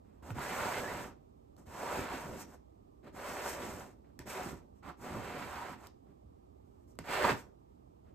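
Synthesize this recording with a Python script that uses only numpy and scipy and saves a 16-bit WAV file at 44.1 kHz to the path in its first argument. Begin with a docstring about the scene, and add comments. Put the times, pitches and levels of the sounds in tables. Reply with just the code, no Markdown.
"""Metal bar dragged over a cushion

A ridged metal bar on a wire frame is set down on a padded fabric cushion and dragged across it in six strokes.
Stick-slip of the fibres is random impulses, band-filtered into rasp and hiss and ringing the bar's resonances;
the weave sings faintly as narrow-band noise, and knocks over folds are decaying bursts and falling sine thuds.
Two close microphone ports hear this with phase gaps and short echoes, over the noise of a quiet furnished room."""
import sys
import numpy as np
from scipy import signal
from scipy.fft import rfft, irfft, next_fast_len
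from scipy.io import wavfile
from scipy.ndimage import uniform_filter1d

SR = 44100
rng = np.random.default_rng(int(sys.argv[2]) if len(sys.argv) > 2 else 0)


def file_out(sig):
    """Save sig as 16-bit WAV at sys.argv[1]."""
    # one column per channel
    cols = np.atleast_2d(sig).T
    # limit, then scale
    lim = np.clip(cols, -1, 1)
    pcm = np.round(lim * 32767).astype(np.int16)
    wavfile.write(sys.argv[1], SR, pcm)


N = 358974
SIZE = next_fast_len(N + SR // 2)   # FFT length, with room for filter tails
HZ = np.arange(SIZE // 2 + 1) * SR / SIZE
SILENT_DB = -130


def strokes():
    """Stick-slip friction: impulse trains filtered into five bands, each following its own level curve."""
    # one table per drag: start_s, rasp_db, hiss_db, rumble_db, bite_over_rasp_db, drone_over_rasp_db
    # (start_s is the time of each curve point)
    drags = [
        [(0.345, -65, -65, -53, 1, 9), (0.391, -44.5, -58, -44, -7, -13), (0.419, -49, -53, -51, -1.5, -5),
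         (0.633, -40.5, -49, -47.5, -6, -4), (0.783, -45.5, -50, -50, -1, -1),
         (0.813, -49.5, -52.5, -45.5, -4.5, 4), (0.879, -46, -56, -51, -5, -1.5),
         (0.951, -48, -55.5, -45, -4.5, -3), (1.033, -51.5, -58, -52, -5, -2.5),
         (1.081, -57.5, -64.5, -53.5, -8, -2), (1.181, -84.5, -101, -74, -6, 6),
         (1.22, -98, -103, -78, -3, 21.5)],
        [(1.655, -77, -82, -69, -8, 9), (1.667, -66, -69.5, -60.5, -3.5, 1.5),
         (1.789, -48, -56, -53.5, -8, -3.5), (1.967, -42, -53, -50, -6, -2), (1.993, -45.5, -51, -35.5, -3, -2),
         (2.083, -48, -60, -57.5, -5.5, -1), (2.145, -47, -55, -44, -4, -4.5),
         (2.201, -50, -57, -54.5, -3.5, -5), (2.297, -53.5, -62, -48.5, -7.5, 4),
         (2.357, -57, -61, -49, -3.5, 4.5), (2.417, -55, -52, -53, -2.5, -9), (2.46, -73, -73, -57, -6, 5)],
        [(3.125, -73, -81, -57, -7, 6), (3.163, -56.5, -62.5, -54.5, -5, -2.5),
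         (3.261, -49.5, -55, -62, -5, 2.5), (3.285, -48.5, -52.5, -51.5, -5, -0.5),
         (3.409, -49, -55, -57, -3, 0), (3.481, -44, -47, -51, -3.5, -1.5), (3.507, -50, -46, -53, -1.5, 0.5),
         (3.583, -52.5, -58.5, -53, -4, 3.5), (3.629, -49.5, -54, -47, -4, -2),
         (3.821, -55, -60.5, -54.5, -7, -1.5), (3.919, -72.5, -74.5, -65, -5, 3),
         (3.98, -85, -101, -68, -17, 4)],
        [(4.255, -72, -75, -47, -2, 8), (4.273, -58.5, -56, -51.5, 1.5, 6), (4.303, -54.5, -49, -58, 1, -1),
         (4.349, -50.5, -55, -59, -2, 1.5), (4.379, -47.5, -53.5, -51, -3.5, 2),
         (4.443, -51.5, -54.5, -50, -3, -4), (4.469, -50, -56.5, -44, -6, -11),
         (4.497, -55.5, -55.5, -54, -0.5, 3), (4.537, -59.5, -66.5, -44.5, -7, 0),
         (4.583, -68, -71.5, -60, -4.5, -1), (4.649, -80, -97, -63, -15, 9), (4.68, -92, -96, -78, -14, 15)],
        [(4.97, -79, -83, -66, -10, 5), (5.016, -61, -62, -55, -4, -4), (5.052, -49.5, -59.5, -50, -9, -4.5),
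         (5.172, -49.5, -62, -42.5, -6, 1), (5.226, -50, -61.5, -52, -5.5, -3),
         (5.406, -50.5, -59.5, -50.5, -1.5, -1.5), (5.432, -47.5, -60, -48, -1, -10),
         (5.458, -52, -59.5, -53, -6, -2), (5.578, -46.5, -60.5, -56, -7, -12),
         (5.656, -49, -62, -57, -7, -4.5), (5.736, -53.5, -64, -54, -6.5, -12.5), (5.77, -72, -78, -61, -1, 1)],
        [(7.04, -61, -71, -56, 0, -1.5), (7.058, -57.5, -63, -67, -2, -1.5),
         (7.094, -44.5, -56, -48, -2.5, -5.5), (7.132, -42, -48.5, -52, 1.5, -4.5),
         (7.202, -40.5, -52, -51, -1.5, 0.5), (7.248, -30.5, -46.5, -36, -6.5, -2),
         (7.268, -35.5, -47.5, -46, -7.5, -3), (7.298, -30.5, -47, -40, -7, -2.5),
         (7.318, -40, -50.5, -41, -3, -5), (7.36, -56.5, -63.5, -49.5, -5.5, 0.5),
         (7.392, -60.5, -58.5, -56, 0.5, -1.5), (7.52, -84, -101, -72, -18, 7.5)],
    ]
    # relative spectra of the bands: frequency_hz, level_db
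    drone_colour = [(200, -24), (380, 11), (600, 13.5), (800, -11.5), (1300, -87.5)]
    rasp_colour = [(500, -29.5), (800, 17), (1100, 18), (1500, 7.5), (2400, -38)]
    bite_colour = [(1000, -32.5), (1500, -1.5), (2000, -2.5), (2700, -6.5), (3500, -13), (5000, -15),
                   (7000, -56.5)]
    hiss_colour = [(2000, -8), (3500, -13.5), (5500, 2), (8000, 5), (9300, -3.5), (11500, -1), (13500, 0.5),
                   (14800, -7.5), (15700, -7)]
    rumble_colour = [(40, -8), (80, 4.5), (130, 2), (250, 5.5), (400, -0.5), (700, -41)]

    rasp_db, hiss_db, rumble_db, bite_db, drone_db = in_time(drags, silent=3 * [SILENT_DB] + [0, 0])
    drag_db = [rasp_db, hiss_db, rumble_db, rasp_db + bite_db, rasp_db + drone_db]
    levels_db = uniform_filter1d(np.maximum(drag_db, touches()), size=60)
    rasp_db, hiss_db, rumble_db, bite_db, drone_db = levels_db

    coarse = rms_one(snags(per_s=3000.0, spread_db=0.0, clump_db=0.5))
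    coarse = coarse + from_db(-3.0) * bar(coarse)
    # the nap is uneven, so each coarse band comes and goes on its own
    coarse_bands = []
    for colour in (drone_colour, rasp_colour, bite_colour):
        band = rms_one(filtered(coarse, from_db(at_hz(colour))))
        coarse_bands.append(band * from_db(0.95 * drift(14)))
    drone, rasp, bite = coarse_bands

    fine = snags(per_s=11000.0, spread_db=0.0, clump_db=1.0)
    fine = fine + from_db(1) * bar(fine)
    hiss = rms_one(filtered(fine, from_db(at_hz(hiss_colour))))

    padding = snags(per_s=900.0, spread_db=2.5, clump_db=0.5)
    rumble = rms_one(filtered(padding, from_db(at_hz(rumble_colour))))

    cloth = from_db(rasp_db) * rasp + from_db(drone_db) * drone + from_db(bite_db) * bite
    return cloth + from_db(hiss_db) * hiss + from_db(rumble_db) * rumble


def touches():
    """Brief friction as the bar lands, shifts or lifts: quick attack, swelling or sinking hold, exponential fade."""
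    # start_s, length_s, rasp_db, hiss_db, rumble_db, bite_over_rasp_db, drone_over_rasp_db, swell_db
    # (levels at mid-hold; swell from start to end of the hold)
    brushes = [(0.04, 0.17, -82, -92, -70, -5, -3, -1), (0.221, 0.094, -60, -66, -54, -5.5, 1.5, 9),
               (1.573, 0.062, -71, -74, -59, -11.5, 1, -13),
               (2.464, 0.082, -67.5, -69.5, -61.5, -6.5, 2, 4),
               (3.026, 0.053, -68.5, -80.5, -57.5, -1.5, 6.5, 12),
               (4.034, 0.07, -80.5, -96, -72, -3.5, 1, -3), (4.192, 0.032, -64.5, -66, -51.5, 1.5, 1, -11),
               (4.746, 0.044, -85, -84, -85, -7, -4, 0), (4.823, 0.074, -54, -71, -56.5, -9.5, -8.5, 12.5),
               (5.764, 0.1, -65, -72, -70, -6, -1.5, 11), (6.052, 0.065, -81.5, -98.5, -65, -7.5, 3, 5),
               (6.645, 0.19, -88, -90.5, -82, -12, -3, 3), (6.87, .05, -85, -78, -68, -15, 5, 1),
               (6.986, 0.051, -65, -70, -52, -1, -6, -11), (8.046, 0.052, -79, -93, -74.5, -5, 0, 2)]
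    attack_s, fade_db_per_s = 0.01, 493
    loudest_db = np.full((5, N), SILENT_DB, float)
    t = np.arange(N) / SR
    for start_s, length_s, rasp_db, hiss_db, rumble_db, bite_db, drone_db, swell_db in brushes:
        held = np.clip((t - start_s) / length_s, 0, 1)
        rise_db = 20 * np.log10(np.clip((t - start_s) / attack_s, 1e-6, 1))
        fade_db = fade_db_per_s * np.maximum(t - start_s - length_s, 0)
        shape_db = rise_db + swell_db * (held - .5) - fade_db
        levels_db = np.array([rasp_db, hiss_db, rumble_db, rasp_db + bite_db, rasp_db + drone_db])
        loudest_db = np.maximum(loudest_db, levels_db[:, None] + shape_db)
    return loudest_db


def snags(per_s, spread_db, clump_db):
    """Shot noise: fibres slip at random instants and signs, with drifting strength, at the bar's middle and ends."""
    shape = (3, N)   # rows: middle, left end, right end
    strength = from_db(spread_db * np.minimum(rng.exponential(1, shape), 5))
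    signed = strength * np.sign(rng.random(shape) - .5)
    slips = rng.random(shape) < per_s / SR
    return signed * slips * from_db(clump_db * drift(53))


def bar(x):
    """Modal resonance: the bar and its wire frame ring in parallel modes of alternating sign."""
    # frequency_hz, width_hz, gain_db
    modes = [(717, 40, 7), (1102, 86, -8.5), (1940, 220, -13.5), (2920, 62, -7), (5350, 30, 2.5),
             (8500, 76, -11), (8990, 360, 1)]
    ringing = 0
    for k, (hz, width_hz, gain_db) in enumerate(modes):
        ringing = ringing + from_db(gain_db) * resonance(x, hz, width_hz) * (-1) ** k
    return ringing


def weave_note(width_hz):
    """Periodic excitation: threads pass the edge at a rate set by the speed, heard as a narrow wavering band."""
    # one table per singing passage: start_s, pitch_hz, level_db (start_s is the time of each curve point)
    passages = [
        [(0.39, 1200, -60), (0.435, 1600, -52), (0.47, 1750, -54), (0.49, 2000, -53), (0.53, 2150, -56),
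         (0.55, 2150, -72)],
        [(0.72, 2000, -66), (0.75, 2030, -51), (0.778, 2125, -45), (0.798, 2080, -49), (0.814, 1490, -49),
         (0.824, 1550, -60), (0.838, 1710, -48), (0.874, 1660, -50), (0.896, 2060, -44), (0.915, 1950, -48),
         (0.935, 1810, -62), (1.024, 1730, -52), (1.05, 1470, -70)],
    ]
    note_hz, note_db = uniform_filter1d(in_time(passages, silent=[1800, SILENT_DB]), size=400)
    low_pass = signal.butter(2, width_hz / 2, fs=SR, output="sos")
    in_phase, quadrature = signal.sosfilt(low_pass, rng.standard_normal((2, N)))
    phase = 2 * np.pi * np.cumsum(note_hz) / SR
    return from_db(note_db) * rms_one(in_phase * np.cos(phase) + quadrature * np.sin(phase))


def knocks():
    """Impact as the bar lands or jumps a fold: crack ringing the bar, thin snap, padding thud falling in pitch."""
    # start_s, crack_db, snap_db, thud_db, pitch_hz (thud before doubling; pitch where its fall settles)
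    impacts = [(0.224, -58, -69, -45.5, 75), (0.305, -31.5, -47, -29.5, 104.4), (0.393, -39, -40, -44, 226),
               (0.567, -33, -59, -53.5, 411), (1.566, -58, -55, -58, 300), (1.668, -65, -57, -46, 80.6),
               (1.83, -43, -55, -21, 376), (1.993, -30, -55, -48, 252), (2.129, -44, -55, -36, 282),
               (2.243, -55, -59, -38, 139), (3.065, -52, -76, -59, 227), (3.369, -30, -57, -25, 362),
               (3.619, -48, -53, -49, 350), (4.191, -31, -34, -40, 123), (4.239, -67, -64, -43, 252),
               (4.275, -49, -54, -35, 308), (4.539, -58, -65, -44.5, 98), (4.833, -58, -72, -59, 234),
               (5.146, -54, -61, -48, 266), (5.174, -45, -59, -38.5, 104), (5.425, -31.5, -56, -55, 300),
               (5.87, -56, -43.5, -64, 75), (6.249, -73, -85, -48.5, 70), (6.954, -69, -62, -51, 71),
               (6.989, -27.5, -32.5, -37, 153), (7.242, -31.5, -45, -34, 203),
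               (7.293, -18.5, -49, -21.5, 223), (7.319, -26, -56, -32.5, 116)]
    t = np.arange(SR // 8) / SR
    cracks, snaps, thuds = np.zeros((3, N + SR))
    bursts = np.sign(rng.standard_normal((len(impacts), len(t)))) * np.exp(-t / .0015)
    for burst, (start_s, crack_db, snap_db, thud_db, pitch_hz) in zip(bursts, impacts):
        first = round(start_s * SR)
        at = slice(first, first + len(t))
        cracks[at] += from_db(crack_db) * (.4 * np.exp(-t / 0.00046) + .6 * burst)
        snaps[at] += from_db(snap_db) * burst
        phase = 2 * np.pi * pitch_hz * np.cumsum(1 + 2.2 * np.exp(-t / 0.0035)) / SR
        thud_shape = (1 - np.exp(-t / 0.015)) * np.exp(-t * pitch_hz / 1.7)
        thuds[at] += from_db(thud_db) * np.sin(phase) * thud_shape
    cracks = band_at_same_peak(cracks, order=2, band_hz=[350, 2200])
    snaps = band_at_same_peak(snaps, order=1, band_hz=[2200, 11000])
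    return (cracks + from_db(-28.0) * bar(cracks) + snaps + 2 * thuds)[:N]


def band_at_same_peak(x, order, band_hz):
    """Band-pass filtering, rescaled so that the highest positive peak of the whole track is kept."""
    band = signal.butter(order, band_hz, "band", fs=SR, output="sos")
    y = signal.sosfilt(band, x + 1e-18)   # tiny offset avoids denormal numbers
    return x.max() / y.max() * y


def ports(x, ends):
    """Two-receiver interference: a phase gap varying with pitch, and a level lean at lower pitches only."""
    # ends of the wide bar, each heard by one port: frequency_hz, gain_db
    end_gain = [(60, -9), (150, -28), (400, -6.5), (1000, -7), (3000, -3.5), (5500, -3), (8000, -32.5),
                (15000, -21)]
    # where the drags sit between the ports: start_s, left_minus_right_db
    lean = [(0.7, -2.5), (2.0, -2), (3.5, -2), (4.4, -2.5), (4.9, -6), (5.1, -2), (5.7, -4.5), (7.2, -3.5)]
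    lean_top_hz = 5000   # the lean fades out above this
    s, lean_db = np.transpose(lean)
    lean_db = np.interp(np.arange(N) / SR, s, lean_db)
    pair = filtered(x, port_gap()) + filtered(ends, from_db(at_hz(end_gain)))
    low = filtered(pair, 1 / (1 + (HZ / lean_top_hz) ** 4))
    lean_gain = from_db(lean_db / 2 * np.array([[1], [-1]]))
    return pair + low * (lean_gain - 1)


def port_gap():
    """Phase difference: half the gap forward on the left, half back on the right."""
    # frequency_hz, left_lead_rad; the ports agree near 8 and 13 kHz and oppose at 10.4 kHz
    phase_gap = [(0, 0), (3900, 0.2), (5250, 3.4), (6700, 5.5), (7900, 6.28), (10400, 9.42), (13100, 12.57),
                 (15300, 15.7)]
    return np.exp(.5j * np.interp(HZ, *np.transpose(phase_gap)) * [[1], [-1]])


def room(x):
    """Diffuse reverberation: dense echoes off soft furniture as decaying noise, independent in each port."""
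    # echoes relative to the direct sound: frequency_hz, gain_db
    echo_gain = [(60, -12), (400, -9), (2000, -6), (6000, -4.5), (15000, -54.5)]
    t60_s = 0.24
    t = np.arange(SR // 3) / SR
    tail = rng.standard_normal((2, len(t))) * from_db(-60 * t / t60_s) * (t > .002)
    tail = tail / np.sqrt(np.sum(tail ** 2, axis=1, keepdims=True))   # unit energy
    return filtered(x, rfft(tail, SIZE) * from_db(at_hz(echo_gain)))


def hum():
    """Partly coherent noise: low household rumble over microphone hiss, stronger on the right."""
    # relative room-tone spectrum: frequency_hz, level_db
    tone = [(15, -40.5), (27, -31.5), (45, -8.5), (64, -1.5), (120, -10), (160, -14.5), (240, -11.5),
            (420, -13), (520, -16.5), (800, -19), (1250, -28.5), (1450, -41), (3000, -45), (8000, -51),
            (15500, -54)]
    # left-right correlation, limited to -1..1 below: frequency_hz, correlation
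    likeness = [(60, 0.82), (130, 0.79), (290, 0.39), (640, -2), (1400, -0.18), (3000, -0.17),
                (6000, 0.026), (8000, 1), (15000, 1)]
    # frequency_hz, left_minus_right_db
    balance = [(60, -4.5), (200, -8), (380, -7), (700, -6), (1300, -4), (2400, -.5), (15000, -.5)]
    level_db = -59
    mid, side = rfft(rng.standard_normal((2, SIZE)))
    alike = np.clip(at_hz(likeness), -1, 1)
    pair = np.sqrt(1 + alike) * mid + np.sqrt(1 - alike) * side * [[1], [-1]]
    colour = from_db(at_hz(tone) + at_hz(balance) / 2 * [[1], [-1]])
    pair = irfft(pair * port_gap() * colour, SIZE)[:, :N]
    return from_db(level_db) * pair / pair.std()


def from_db(db):
    """Logarithmic level: decibels to amplitude gain."""
    return 10 ** (np.asarray(db) / 20)


def rms_one(x):
    """Power normalisation: scale to unit rms along time."""
    return x / np.sqrt(np.mean(x ** 2, axis=-1, keepdims=True) + 1e-20)


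def at_hz(points):
    """Logarithmic pitch scale: read a table at every frequency, straight on a log axis."""
    hz, value = np.transpose(points)
    return np.interp(np.log(HZ + 1), np.log(hz), value)


def in_time(tables, silent):
    """Piecewise-linear envelopes: table columns over time, at their silent values between the tables."""
    out = np.tile(np.array(silent, float)[:, None], N)
    t = np.arange(N) / SR
    for rows in tables:
        s, *columns = np.transpose(rows)
        inside = slice(int(s[0] * SR), int(s[-1] * SR) + SR // 40)   # the last value is held for 25 ms
        out[:, inside] = [np.interp(t[inside], s, c) for c in columns]
    return out


def filtered(x, response):
    """Convolution theorem: multiply the spectrum by a response."""
    return irfft(rfft(x, SIZE) * response, SIZE)[..., :N]


def drift(rate_hz):
    """Slow random fluctuation: noise through two equal one-pole low-passes, at unit rms."""
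    r = np.exp(-2 * np.pi * rate_hz / SR)
    noise = rng.standard_normal(N + SR)
    return rms_one(signal.lfilter([1], [1, -2 * r, r * r], noise)[SR:])   # first second settles the filter


def resonance(x, hz, width_hz):
    """Damped oscillator: a two-pole resonance of gain near 1 at its peak."""
    r = np.exp(-np.pi * width_hz / SR)
    poles = [1, -2 * r * np.cos(2 * np.pi * hz / SR), r * r]
    return signal.lfilter([(1 - r * r) / 2, 0, (r * r - 1) / 2], poles, x)


def scene():
    """Superposition: bar on cushion through ports and room, over the hum."""
    middle, *ends = strokes()
    tool = middle + weave_note(width_hz=100) + knocks()
    return ports(tool, ends) + room(tool) + hum()


def record(dry):
    """Band limiting: a steep low-pass removes the top, 70 dB down from 15.9 kHz."""
    return signal.sosfilt(signal.cheby2(20, 70, 15900, fs=SR, output="sos"), dry)


dry = scene()
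out = record(dry)
file_out(out)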